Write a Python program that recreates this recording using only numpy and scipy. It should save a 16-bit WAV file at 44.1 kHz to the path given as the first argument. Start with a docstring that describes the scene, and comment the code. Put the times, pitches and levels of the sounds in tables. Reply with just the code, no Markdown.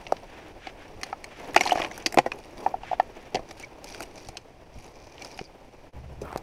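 """At first clothes rustle and the dry branch gives a few cracks; then it breaks, tearing in a run of splinters.
Its pieces thump down, and gathered sticks clack together: struck wood heard as sums of damped modes.
Next come crunched twigs, dragged sticks, thumps and small squeaks: random impulses, noise and gliding sines.
Near the end the level dips briefly, a breeze rumbles as low noise, and a boot scuffs as dense grains.
Throughout, gloves, sleeves and litter rustle as coloured noise that follows the effort of the body."""
import sys
import numpy as np
from scipy import signal
from scipy.fft import rfft, irfft, next_fast_len
from scipy.io import wavfile
from scipy.ndimage import map_coordinates

SR = 44100
rng = np.random.default_rng(int(sys.argv[2]) if len(sys.argv) > 2 else 0)


def store_pcm(level_fs):
    """Save levels as 16-bit WAV."""
    pcm = np.round(np.clip(level_fs, -1, 1) * 32767).astype(np.int16)
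    wavfile.write(sys.argv[1], SR, np.atleast_2d(pcm).T)


N = 283122
RING_TIME = np.arange(SR // 8) / SR  # time axis of one blow, s
BLOW_SAMPLES = SR / 100  # a blow's level is its energy spread over 10 ms


def amp(db):
    """Level to amplitude ratio: 20 dB is a factor of ten."""
    return 10 ** (np.asarray(db) / 20)


def unit(x):
    """Normalisation to an rms value of 1."""
    return x / np.sqrt(np.mean(x ** 2) + 1e-20)


def along(points, hz):
    """Logarithmic frequency scale: interpolate (f/Hz, value) points along it."""
    f, values = np.transpose(points)
    return np.interp(np.log(hz + 1), np.log(f + 1), values)


def curves(rows):
    """Linear interpolation in time: one value per sample for each column after t/s."""
    s, *columns = np.transpose(rows)
    return [np.interp(np.arange(N) / SR, s, column) for column in columns]


def wobble(rate):
    """Slow random fluctuation: a smooth curve through rate random knots a second."""
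    knots = rng.standard_normal(int(N * rate / SR) + 4)
    return map_coordinates(knots, [np.arange(N) * rate / SR])


def filtered(x, response):
    """Linear filtering: the spectrum of x times a response of frequency."""
    m = next_fast_len(len(x) + SR // 2)
    hz = np.fft.rfftfreq(m, 1 / SR)
    return irfft(rfft(x, m) * response(hz), m)[:len(x)]


def coloured(x, spectrum):
    """Spectral shaping: x given a spectrum, at rms 1."""
    return unit(filtered(x, lambda hz: amp(along(spectrum, hz))))


def click(spectrum, tilt_db=0, ripple_db=3.0):
    """Minimum phase: the causal impulse of a spectrum, tilted per octave, with random small resonances."""
    n = len(RING_TIME)
    hz = np.fft.rfftfreq(n, 1 / SR)
    ripple = map_coordinates(rng.standard_normal(size=48), [np.linspace(0, 47, len(hz))])
    # the tilt starts at the second point of the spectrum
    octaves = np.log2(np.maximum(hz / spectrum[1][0], 1))
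    level_db = along(spectrum, hz) + tilt_db * octaves + ripple_db * ripple
    cepstrum = irfft(np.log(amp(level_db)), n)
    # keeping only positive times of the cepstrum makes the impulse causal
    causal = 2 * cepstrum[:n // 2] * (np.arange(n // 2) > 0)
    return irfft(np.exp(rfft(causal, n)), n)


def ring(modes, scatter_db=2, detune=0.025, attack=0.00041):
    """Modal superposition: damped sines (f/Hz, level/dB, t60/s), scattered anew at every call."""
    t, out = RING_TIME, 0
    for k, (hz, db, t60) in enumerate(modes):
        phase = 2 * np.pi * hz * np.exp(detune * rng.normal()) * t
        gain = (-1) ** k * amp(db + scatter_db * rng.normal())
        out = out + gain * np.exp(-np.log(1000) * t / t60) * np.sin(phase)
    return out * (1 - np.exp(-t / attack))


def burst(length, share):
    """Cascade rupture: one main impulse, then a dying shower with share times its energy."""
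    n = len(RING_TIME)
    size = amp(10 * np.minimum(rng.standard_normal(n), 2.3))
    shower = rng.standard_normal(n) * size * np.exp(-RING_TIME / length)
    shower *= np.sqrt(abs(share)) / np.linalg.norm(shower)
    shower[0] += 1
    return shower


def add(track, s, force, response, db):
    """Convolution principle: mix in at time s a force played through an impulse response."""
    wave = signal.fftconvolve(force, response)[:len(RING_TIME)]
    wave = amp(db) * np.sqrt(BLOW_SAMPLES) * wave / np.linalg.norm(wave)
    room_left = track[round(s * SR):][:len(wave)]
    room_left += wave[:len(room_left)]


def grains(rate, spread_db):
    """Random impulse process: impulses of uneven size and either sign, rate a second."""
    size_db = spread_db * np.clip(rng.standard_normal(N), -2, 2)
    return (rng.random(N) < rate / SR) * rng.choice([-1, 1], N) * amp(size_db)


def crackle(rate, spread_db, spectrum, count=6):
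    """Superposed impulse trains: small snaps of a few differently coloured fibres, at rms 1."""
    voices = []
    for _ in range(count):
        voices.append(signal.fftconvolve(burst(0.0021, share=7.0), click(spectrum, ripple_db=6.5)))
    return unit(sum(signal.fftconvolve(grains(rate / count, spread_db), unit(v))[:N] for v in voices))


def strokes(rows, attack_s, release_s):
    """Trapezoidal envelope: each move (t/s at full strength, hold/s, level/dB) swells, holds and fades."""
    t, gain = np.arange(N) / SR, 0
    for s, hold, db in rows:
        gain = gain + amp(db) * np.interp(t, [s - attack_s, s, s + hold, s + hold + release_s], [0, 1, 1, 0])
    return gain


# higher modes of the wood [f/Hz, level/dB, t60/s before the life factor]
UPPER_MODES = [(1236, -1, 0.012), (1330, -1.5, 0.036), (1650, -3, 0.0079), (1920, -6, 0.048),
               (2157, 2.5, 0.02), (2337, 2, 0.035), (2820, -1, 0.012)]


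def splinter(life, attack=.0001):
    """Free vibration of a small piece: randomly detuned higher modes, their t60 multiplied by life."""
    modes = [(hz, db, t60 * life) for hz, db, t60 in UPPER_MODES]
    return ring(modes, scatter_db=6.5, detune=0.11, attack=attack)


# fractures [t/s, body level/dB, ring level/dB, snap level/dB, snap tilt/(dB per octave)]
CRACKS = [(0.067, -44.5, -43, -42.5, -16), (0.167, -65, -59, -47.5, -15), (0.670, -34.5, -43, -44, -7.5),
          (1.0132, -60, -46.5, -51.5, 7), (1.033, -41.5, -33.5, -32.5, -0.5), (1.242, -50, -40, -42.5, 2),
          (1.545, -53, -31.5, -43, 9), (1.562, -13, -17.5, -24, 3), (1.5646, -17.5, -18, -31, 4),
          (1.575, -33, -22.5, -35, -3), (1.609, -23.5, -20.5, -26.5, 2), (1.635, -53, -36, -37.5, 2),
          (1.654, -33, -46, -35, 3), (1.666, -37, -32.5, -40.5, 8), (1.674, -31.5, -36, -29, -8),
          (1.6945, -38, -29.5, -38.5, 1), (1.726, -26, -35, -40, 15), (1.782, -38, -34, -42, -12),
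          (1.8181, -35, -29, -48, -11), (1.8467, -32.5, -30.5, -36, -14), (1.913, -43, -40.5, -47.5, -7),
          (1.978, -43.5, -44.5, -44, 14), (2.061, -29, -34, -21.5, -8), (2.0641, -31, -30, -26.5, -0.5),
          (2.124, -46, -41.5, -41.5, 10), (2.143, -31, -37.5, -40, 15), (2.186, -19, -20.5, -27.5, -6),
          (2.3177, -42, -29.5, -44.5, -4), (3.346, -27.5, -40.5, -34, -3.5),
          (3.3544, -33.5, -48, -30.5, -8), (3.510, -43.5, -45, -48.5, -1), (3.598, -46, -59, -49, 10),
          (3.8433, -52, -53, -43.5, 10), (3.946, -51, -42.5, -47, 3), (4.005, -40, -38.5, -43.5, 7),
          (4.0273, -49, -51, -43.5, 10), (4.1797, -46, -55, -52, 4), (4.287, -41, -51, -45, 5),
          (4.370, -51, -47, -36, -4), (5.1805, -55, -49, -58, -5), (5.221, -49, -55, -43, -1),
          (5.247, -46, -51, -41, 4), (5.3065, -58, -62, -57, -2), (5.3905, -37, -38.5, -38, -10),
          (6.375, -41, -49, -44.5, 10)]
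# bending modes of the breaking branch [f/Hz, level/dB, t60/s]
BRANCH_MODES = [(350, -14, .05), (525, -13, .035), (745, 0, .032), (900, -11, .025)]
# spectrum of the click of one parting fibre [f/Hz, level/dB]
SNAP_SPECTRUM = [(1200, -29.5), (2600, 3), (3500, -3), (4600, 3.5), (6000, 0.5), (7200, -7.5), (10000, -14),
                 (13500, -25), (16000, -45)]
CRACK_S = 0.0029  # time constant with which a bundle of fibres gives way


def cracks():
    """Brittle fracture: bundles of fibres give way within milliseconds and ring the branch."""
    out = np.zeros(N)
    for s, body_db, ring_db, snap_db, tilt_db in CRACKS:
        branch = ring(BRANCH_MODES, scatter_db=2.5, detune=.03, attack=.0002)
        add(out, s, burst(CRACK_S, share=0.69), branch, body_db)
        add(out, s, burst(CRACK_S, share=3.9), splinter(life=0.28), ring_db)
        add(out, s, burst(CRACK_S * 1.22, share=20), click(SNAP_SPECTRUM, tilt_db), snap_db)
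    return out


# bright fibres go first, then the loosened halves sound ever more
TEAR_START_S, TEAR_END_S, TEAR_FADE_S = 1.56, 1.875, .022
TEAR_BODY_DB, TEAR_RING_DB, TEAR_SNAP_DB = -43, -41.5, -46  # levels halfway through
TEAR_BODY_DB_PER_S, TEAR_RING_DB_PER_S, TEAR_SNAP_DB_PER_S = 58, 19.5, -24


def tearing(count=6):
    """Progressive fracture: hundreds of splinters a second part as the halves are pulled away."""
    t = np.arange(N) / SR
    pulling = np.clip(np.minimum(t - TEAR_START_S, TEAR_END_S - t) / TEAR_FADE_S, 0, 1)
    from_middle = np.clip(t, TEAR_START_S, TEAR_END_S) - (TEAR_START_S + TEAR_END_S) / 2
    body, upper, snaps = np.zeros((3, N))
    for _ in range(count):
        # every break clicks, rings its splinter and shakes the branch at once
        breaks = grains(rate=75, spread_db=4.5)
        body += signal.fftconvolve(breaks, unit(ring(BRANCH_MODES, detune=0.16)))[:N]
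        upper += signal.fftconvolve(breaks, unit(splinter(life=0.2)))[:N]
        snap = signal.fftconvolve(burst(0.0012, share=3), click(SNAP_SPECTRUM, tilt_db=1.5))
        snaps += signal.fftconvolve(breaks, unit(snap))[:N]
    return pulling * (amp(TEAR_BODY_DB + TEAR_BODY_DB_PER_S * from_middle) * unit(body)
                      + amp(TEAR_RING_DB + TEAR_RING_DB_PER_S * from_middle) * unit(upper)
                      + amp(TEAR_SNAP_DB + TEAR_SNAP_DB_PER_S * from_middle) * unit(snaps))


# stick against stick [t/s, pitch f/Hz, body level/dB, ring level/dB, snap level/dB]
CLACKS = [(1.1275, 780, -29, -35, -50.5), (1.6605, 824, -24.5, -51, -58), (1.7195, 726, -15, -40, -34),
          (1.774, 704, -28, -45, -43), (2.6625, 778, -17, -35.5, -60), (2.7405, 750, -24, -47.5, -67),
          (2.833, 772, -36.5, -53, -47.5), (2.9138, 725, -24, -52, -51), (2.93, 722, -22.5, -45.5, -54.5),
          (2.9981, 746, -14.5, -28, -39.5), (4.354, 706, -44.5, -66, -62)]
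# bending modes of a held stick [multiple of its pitch, level/dB, t60/s]
STICK_MODES = [(0.998, 1.5, 0.028), (1.192, -8.5, 0.026), (1.42, -10.5, 0.013), (1.72, -22.5, 0.016)]
# higher modes of a held stick [f/Hz, level/dB, t60/s]
STICK_UPPER_MODES = [(1306, 2, 0.031), (1530, -6, 0.019), (1737, 3.5, 0.022), (2310, -0.5, 0.013)]


def clacks():
    """Contact time as a low-pass: blunt blows between sticks wake mostly their lowest mode."""
    out = np.zeros(N)
    for s, pitch_hz, body_db, ring_db, snap_db in CLACKS:
        modes = [(pitch_hz * ratio, db, t60) for ratio, db, t60 in STICK_MODES]
        stick = ring(modes, detune=.004, attack=0.0017)
        add(out, s, burst(0.0021, share=0.025), stick, body_db)
        add(out, s, burst(0.0019, share=0.87), ring(STICK_UPPER_MODES, attack=0.00019), ring_db)
        add(out, s, burst(0.004, share=8.5), click(SNAP_SPECTRUM, tilt_db=-12), snap_db)
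    return out


# dull knocks of wood and boots
# [t/s, reference pitch f/Hz, reference t60/s, body level/dB, ring level/dB, snap level/dB]
THUMPS = [(0.1221, 778, 0.019, -17, -59, -42.5), (1.7569, 690, 0.0096, -24.5, -44, -63),
          (1.799, 660, 0.026, -26.5, -36, -46), (2.1731, 608, 0.036, -13, -27, -39.5),
          (2.185, 680, 0.053, -11, -27, -37), (2.261, 672, 0.052, -22.5, -34.5, -47.5),
          (3.3455, 424, 0.026, -25.5, -45, -50), (3.355, 656, 0.056, -26.5, -50, -55),
          (3.368, 600, 0.061, -31.5, -41.5, -58), (3.392, 650, 0.043, -35, -61, -62),
          (5.413, 386, 0.013, -34.5, -56, -62), (6.216, 422, 0.072, -31.5, -69, -48.5),
          (6.328, 810, 0.01, -36, -55, -55), (6.3603, 584, 0.003, -27, -51, -51)]
# modes of a piece lying on the ground [multiple of its pitch, level/dB, multiple of its t60]
GROUNDED_MODES = [(.36, -13.5, 1.3), (.53, -4, 1.1), (0.779, 1, .9), (1.02, 2, 1), (1.25, 2, .7),
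                  (1.58, -6, .7)]


def thumps(soil_hz=145, soil_db=-16):
    """Damping by contact: the ground quickly drains the wood's modes; grit crunches under it."""
    out = np.zeros(N)
    for s, pitch_hz, decay, body_db, ring_db, snap_db in THUMPS:
        modes = [(pitch_hz * ratio, db, decay * life) for ratio, db, life in GROUNDED_MODES]
        # the longer a piece rings, the more it shakes the soil
        soil = (soil_hz, soil_db + 12 * np.log2(decay / 0.0566), .08)
        # the first push of the impact is a single heavily damped swing
        push = (pitch_hz, 4, .005)
        wood = ring([push] + modes + [soil], scatter_db=1.2, attack=.0002)
        add(out, s, burst(decay * .08, share=0.065), wood, body_db)
        add(out, s, burst(decay * 0.15, share=9.0), splinter(life=0.23), ring_db)
        add(out, s, burst(decay * 0.14, share=17.0), click(SNAP_SPECTRUM, tilt_db=6.0), snap_db)
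    return out


# dry wood catching and squeaking [middle t/s, f/Hz, level/dB of the peak, half length/s]
SQUEAKS = [(1.7108, 3000, -16, 0.0015), (3.641, 2250, -34.5, 0.0076), (5.222, 2400, -39.5, 0.0082),
           (5.346, 4830, -46.5, 0.0039), (5.455, 4730, -48, .008)]


def squeaks():
    """Stick-slip oscillation: dry surfaces catch and slide briefly near one pitch."""
    out, t = np.zeros(N), np.arange(N) / SR
    for s, hz, db, length in SQUEAKS:
        near = abs(t - s) < 4 * length
        unsteady_hz = hz * (1 + 0.042 * wobble(900)[near])
        phase = 2 * np.pi * np.cumsum(unsteady_hz) / SR
        out[near] += amp(db) * np.exp(-((t[near] - s) / length) ** 2) * np.sin(phase)
    return out


# how hard the body works, as the level of its rustle [t/s, level/dB]
EFFORT = [(0.0, -47), (0.63, -50.5), (1.4, -48), (1.69, -37), (1.9, -45), (2.48, -50.5), (2.66, -46.5),
          (2.8, -50.5), (2.92, -49), (3.78, -50.5), (4.02, -47), (4.45, -53.5), (4.71, -54), (5.31, -50),
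          (5.51, -53), (5.85, -52.5)]
GLOVE_DB, SLEEVE_DB, LITTER_DB = 0, -10.5, -13.5  # steady rustle of each, relative to the effort
# a glove takes a new grip on bark [t/s, hold/s, level/dB]
GRIPS = [(1.08, 0.015, -54), (1.44, 0.037, -41.5), (2.34, 0.037, -46), (2.61, 0.086, -41),
         (3.99, 0.04, -42.5), (4.885, 0.011, -50), (5.22, .04, -49), (6.25, 0.13, -46)]
GRIP_ATTACK_S, GRIP_RELEASE_S = 0.06, 0.038
# an arm swings and its sleeve swishes [t/s, hold/s, level/dB]
SWISHES = [(0.29, 0.21, -54.5), (0.645, 0.044, -46.5), (0.82, 0.029, -52.5), (1.06, 0.038, -54.5),
           (1.33, 0.16, -51.5), (1.97, 0.052, -52.5), (2.865, 0.073, -47), (3.16, 0.12, -57.5),
           (3.615, 0.013, -53), (5.19, .04, -56.5), (6.29, .06, -55.5)]
SWISH_ATTACK_S, SWISH_RELEASE_S = 0.063, 0.028
# dry twigs and needles are pressed [t/s, hold/s, level/dB]
CRUNCHES = [(0.02, 0.16, -62.5), (1.055, 0.038, -53.5), (1.38, 0.12, -57.5), (1.88, .15, -52.5),
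            (2.32, 0.19, -59.5), (2.58, .1, -54.5), (3.49, 0.031, -55), (3.6, 0.031, -46.5),
            (3.865, 0.17, -48), (4.16, 0.14, -53), (4.755, 0.15, -57), (5.22, .17, -55)]
CRUNCH_ATTACK_S, CRUNCH_RELEASE_S = 0.037, 0.036
# spectrum of glove friction [f/Hz, level/dB per Hz]
GLOVE_SPECTRUM = [(60, -18), (150, -9.5), (320, 0.5), (520, -1), (760, -1.5), (1000, -6.5), (1400, -20),
                  (3000, -41)]
# spectrum of sleeve friction [f/Hz, level/dB per Hz]
SLEEVE_SPECTRUM = [(600, -20.5), (1200, -5.5), (1750, -1.5), (2100, -2), (2400, -2), (3400, -9),
                   (4500, -17.5), (5700, -18.5), (7000, -24), (14000, -46.5)]
# spectrum of twigs and needles [f/Hz, level/dB per Hz]
TWIGS_SPECTRUM = [(1200, -10.5), (2400, 7), (3500, -3.5), (4700, 2), (6000, -1), (7200, -9.5), (8200, -8.5),
                  (10000, -10), (13500, -23), (16000, -24.5)]


def handling():
    """Friction noise: gloves, sleeves and litter rustle with the effort and swell in single moves."""
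    effort_db, = curves(EFFORT)
    # steady rustle and single moves add as energies
    grip = np.hypot(amp(effort_db + GLOVE_DB), strokes(GRIPS, GRIP_ATTACK_S, GRIP_RELEASE_S))
    swing = np.hypot(amp(effort_db + SLEEVE_DB), strokes(SWISHES, SWISH_ATTACK_S, SWISH_RELEASE_S))
    presses = strokes(CRUNCHES, CRUNCH_ATTACK_S, CRUNCH_RELEASE_S)
    pressure = np.hypot(amp(effort_db + LITTER_DB), presses)
    stick_slip = wobble(70)
    glove = grip * amp(2.6 * stick_slip) * coloured(rng.standard_normal(N), GLOVE_SPECTRUM)
    sleeve = swing * amp(1.76 * stick_slip) * coloured(rng.standard_normal(N), SLEEVE_SPECTRUM)
    # light contact mostly hisses; under pressure the energy goes into separate snaps of twigs
    breaking = .9 / (1 + (amp(-60) / pressure) ** 2)
    hiss = np.sqrt(1 - breaking) * coloured(rng.standard_normal(N), TWIGS_SPECTRUM)
    crunch = np.sqrt(breaking) * crackle(rate=170, spread_db=6.5, spectrum=TWIGS_SPECTRUM)
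    return glove + sleeve + pressure * (hiss + crunch)


# a stick is dragged across others [t/s, hold/s, level/dB before the rasp's fluctuation]
DRAGS = [(3.88, 0.081, -52), (4.18, 0.025, -56.5), (4.96, 0.23, -60.5), (5.22, 0.22, -57.5)]
DRAG_ATTACK_S, DRAG_RELEASE_S = 0.03, 0.053
# spectrum of rasping bark [f/Hz, level/dB per Hz]
BARK_SPECTRUM = [(1800, -25), (2250, -8), (2420, 5.5), (2620, -16), (3500, -13), (4400, -7), (5100, -3),
                 (6100, -4), (7000, -19), (10000, -22), (16000, -42)]


def drag():
    """Friction of rough surfaces: bark catches on bark in a fine, resonant rasp of impulses."""
    rasp = amp(2.4 * wobble(45)) * coloured(grains(rate=700, spread_db=7), BARK_SPECTRUM)
    return strokes(DRAGS, DRAG_ATTACK_S, DRAG_RELEASE_S) * rasp


# a boot drags over the soil [t/s, hold/s, level/dB]
SCUFFS = [(6.25, 0.06, -44.5)]
SCUFF_ATTACK_S, SCUFF_RELEASE_S = .02, 0.11
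# spectrum of scuffed soil [f/Hz, level/dB per Hz]
SOIL_SPECTRUM = [(300, -10), (600, -7), (800, 6), (1300, 4), (1700, -10), (2600, -20), (6000, -36)]


def scuff():
    """Granular friction: a sole grinds over dry soil in a dense run of small impulses."""
    grinding = crackle(rate=900, spread_db=5, spectrum=SOIL_SPECTRUM)
    return strokes(SCUFFS, SCUFF_ATTACK_S, SCUFF_RELEASE_S) * grinding


# a shift of weight jolts the camera [t/s, hold/s, level/dB before the fluctuation]
JOLTS = [(0.962, .015, -40.5), (2.76, 0.15, -51.5), (3.36, 0.036, -44), (4.28, 0.013, -40.5),
         (4.76, 0.023, -41)]
JOLT_ATTACK_S, JOLT_RELEASE_S = 0.024, .035
# spectrum of the swaying camera's rumble [f/Hz, level/dB per Hz]
RUMBLE_SPECTRUM = [(15, 1), (30, 0.5), (60, -4.5), (120, -7), (200, -13.5), (500, -34), (1500, -69)]
SWAY_DB, SWAY_FOLLOWS = -53, 0.24  # rumble at mean effort, before fluctuation; its dB per dB of effort


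def camera_sway():
    """Inertial excitation: body movement rumbles unevenly on the microphone (effort as in handling)."""
    effort_db, = curves(EFFORT)
    rocking = amp(SWAY_DB + SWAY_FOLLOWS * (effort_db - effort_db.mean()))
    shaking = np.hypot(rocking, strokes(JOLTS, JOLT_ATTACK_S, JOLT_RELEASE_S))
    return shaking * amp(0.71 * wobble(14)) * coloured(rng.standard_normal(N), RUMBLE_SPECTRUM)


# a breeze catches the microphone [t/s, hold/s, level/dB]
BREEZES = [(5.945, 0.29, -43.5)]
BREEZE_ATTACK_S, BREEZE_RELEASE_S = 0.013, 0.32
# spectrum of the breeze [f/Hz, level/dB per Hz]
GUST_SPECTRUM = [(15, 1), (40, -18), (65, 10.5), (95, -8.5), (135, 2), (190, -13), (300, -18), (1000, -66)]


def breeze():
    """Flow noise: moving air presses on the microphone as low-frequency random noise."""
    gust = coloured(rng.standard_normal(N), GUST_SPECTRUM)
    return strokes(BREEZES, BREEZE_ATTACK_S, BREEZE_RELEASE_S) * gust


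# echo among the trunks [f/Hz, t60/s]
FOREST_DECAY = [(150, 0.11), (800, 0.074), (3000, 0.11), (12000, 0.17)]


def forest(x):
    """Diffuse scattering: ground and trunks return x as noise that decays at its own rate per frequency."""
    hz, t, bins = signal.stft(rng.standard_normal(SR // 2), SR, nperseg=256)
    decay = np.exp(-np.log(1000) * t / along(FOREST_DECAY, hz)[:, None])
    tail = signal.istft(bins * decay, SR, nperseg=256)[1]
    delay = round(.006 * SR)
    return signal.fftconvolve(x, np.pad(tail / np.linalg.norm(tail), (delay, 0)))[:N]


RADIATION_HZ = 222  # below this, air slips round a thin stick instead of carrying its sound


def radiated(x):
    """Acoustic short circuit: a second-order high-pass for the radiation of thin sticks."""
    return filtered(x, lambda f: -f * f / (RADIATION_HZ ** 2 - f * f + 1j * f * RADIATION_HZ))


# the level of everything dips briefly
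DIP_AT_S, DIP_DB, DIP_FALL_S, DIP_RETURN_S = 5.920, -22, .030, .016


def scene():
    """Superposition: the wood, its faint echo and the movement around it add linearly."""
    wood = radiated(cracks() + clacks()) + thumps() + tearing() + squeaks()
    movement = handling() + drag() + scuff() + camera_sway() + breeze()
    echo = amp(-21) * forest(wood)
    dip_db = np.interp(np.arange(N) / SR - DIP_AT_S, [-DIP_FALL_S, 0, DIP_RETURN_S], [0, DIP_DB, 0])
    return (amp(dip_db) * (wood + echo + movement))[None]


# resonances of the camera case [f/Hz, width/Hz, level/dB]
CASE_RESONANCES = [(2412, 53, -16), (5720, 170, -15), (13700, 730, -4.5)]
TOP_HZ = 15700  # band limit of the camera


def record(dry):
    """Resonance, saturation, band limit: the case colours, peaks are rounded off, the top is cut."""
    def case(f):
        """Parallel resonators: band-pass responses added to the direct sound."""
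        return 1 + sum(amp(db) * 1j * f * width / (centre * centre - f * f + 1j * f * width)
                       for centre, width, db in CASE_RESONANCES)

    heard = filtered(dry[0], case)
    rounded = heard / (1 + heard ** 6) ** (1 / 6)  # approaches full scale smoothly
    return filtered(rounded, lambda hz: 1 / np.sqrt(1 + (hz / TOP_HZ) ** 160))[None]


dry = scene()
out = record(dry)
store_pcm(out)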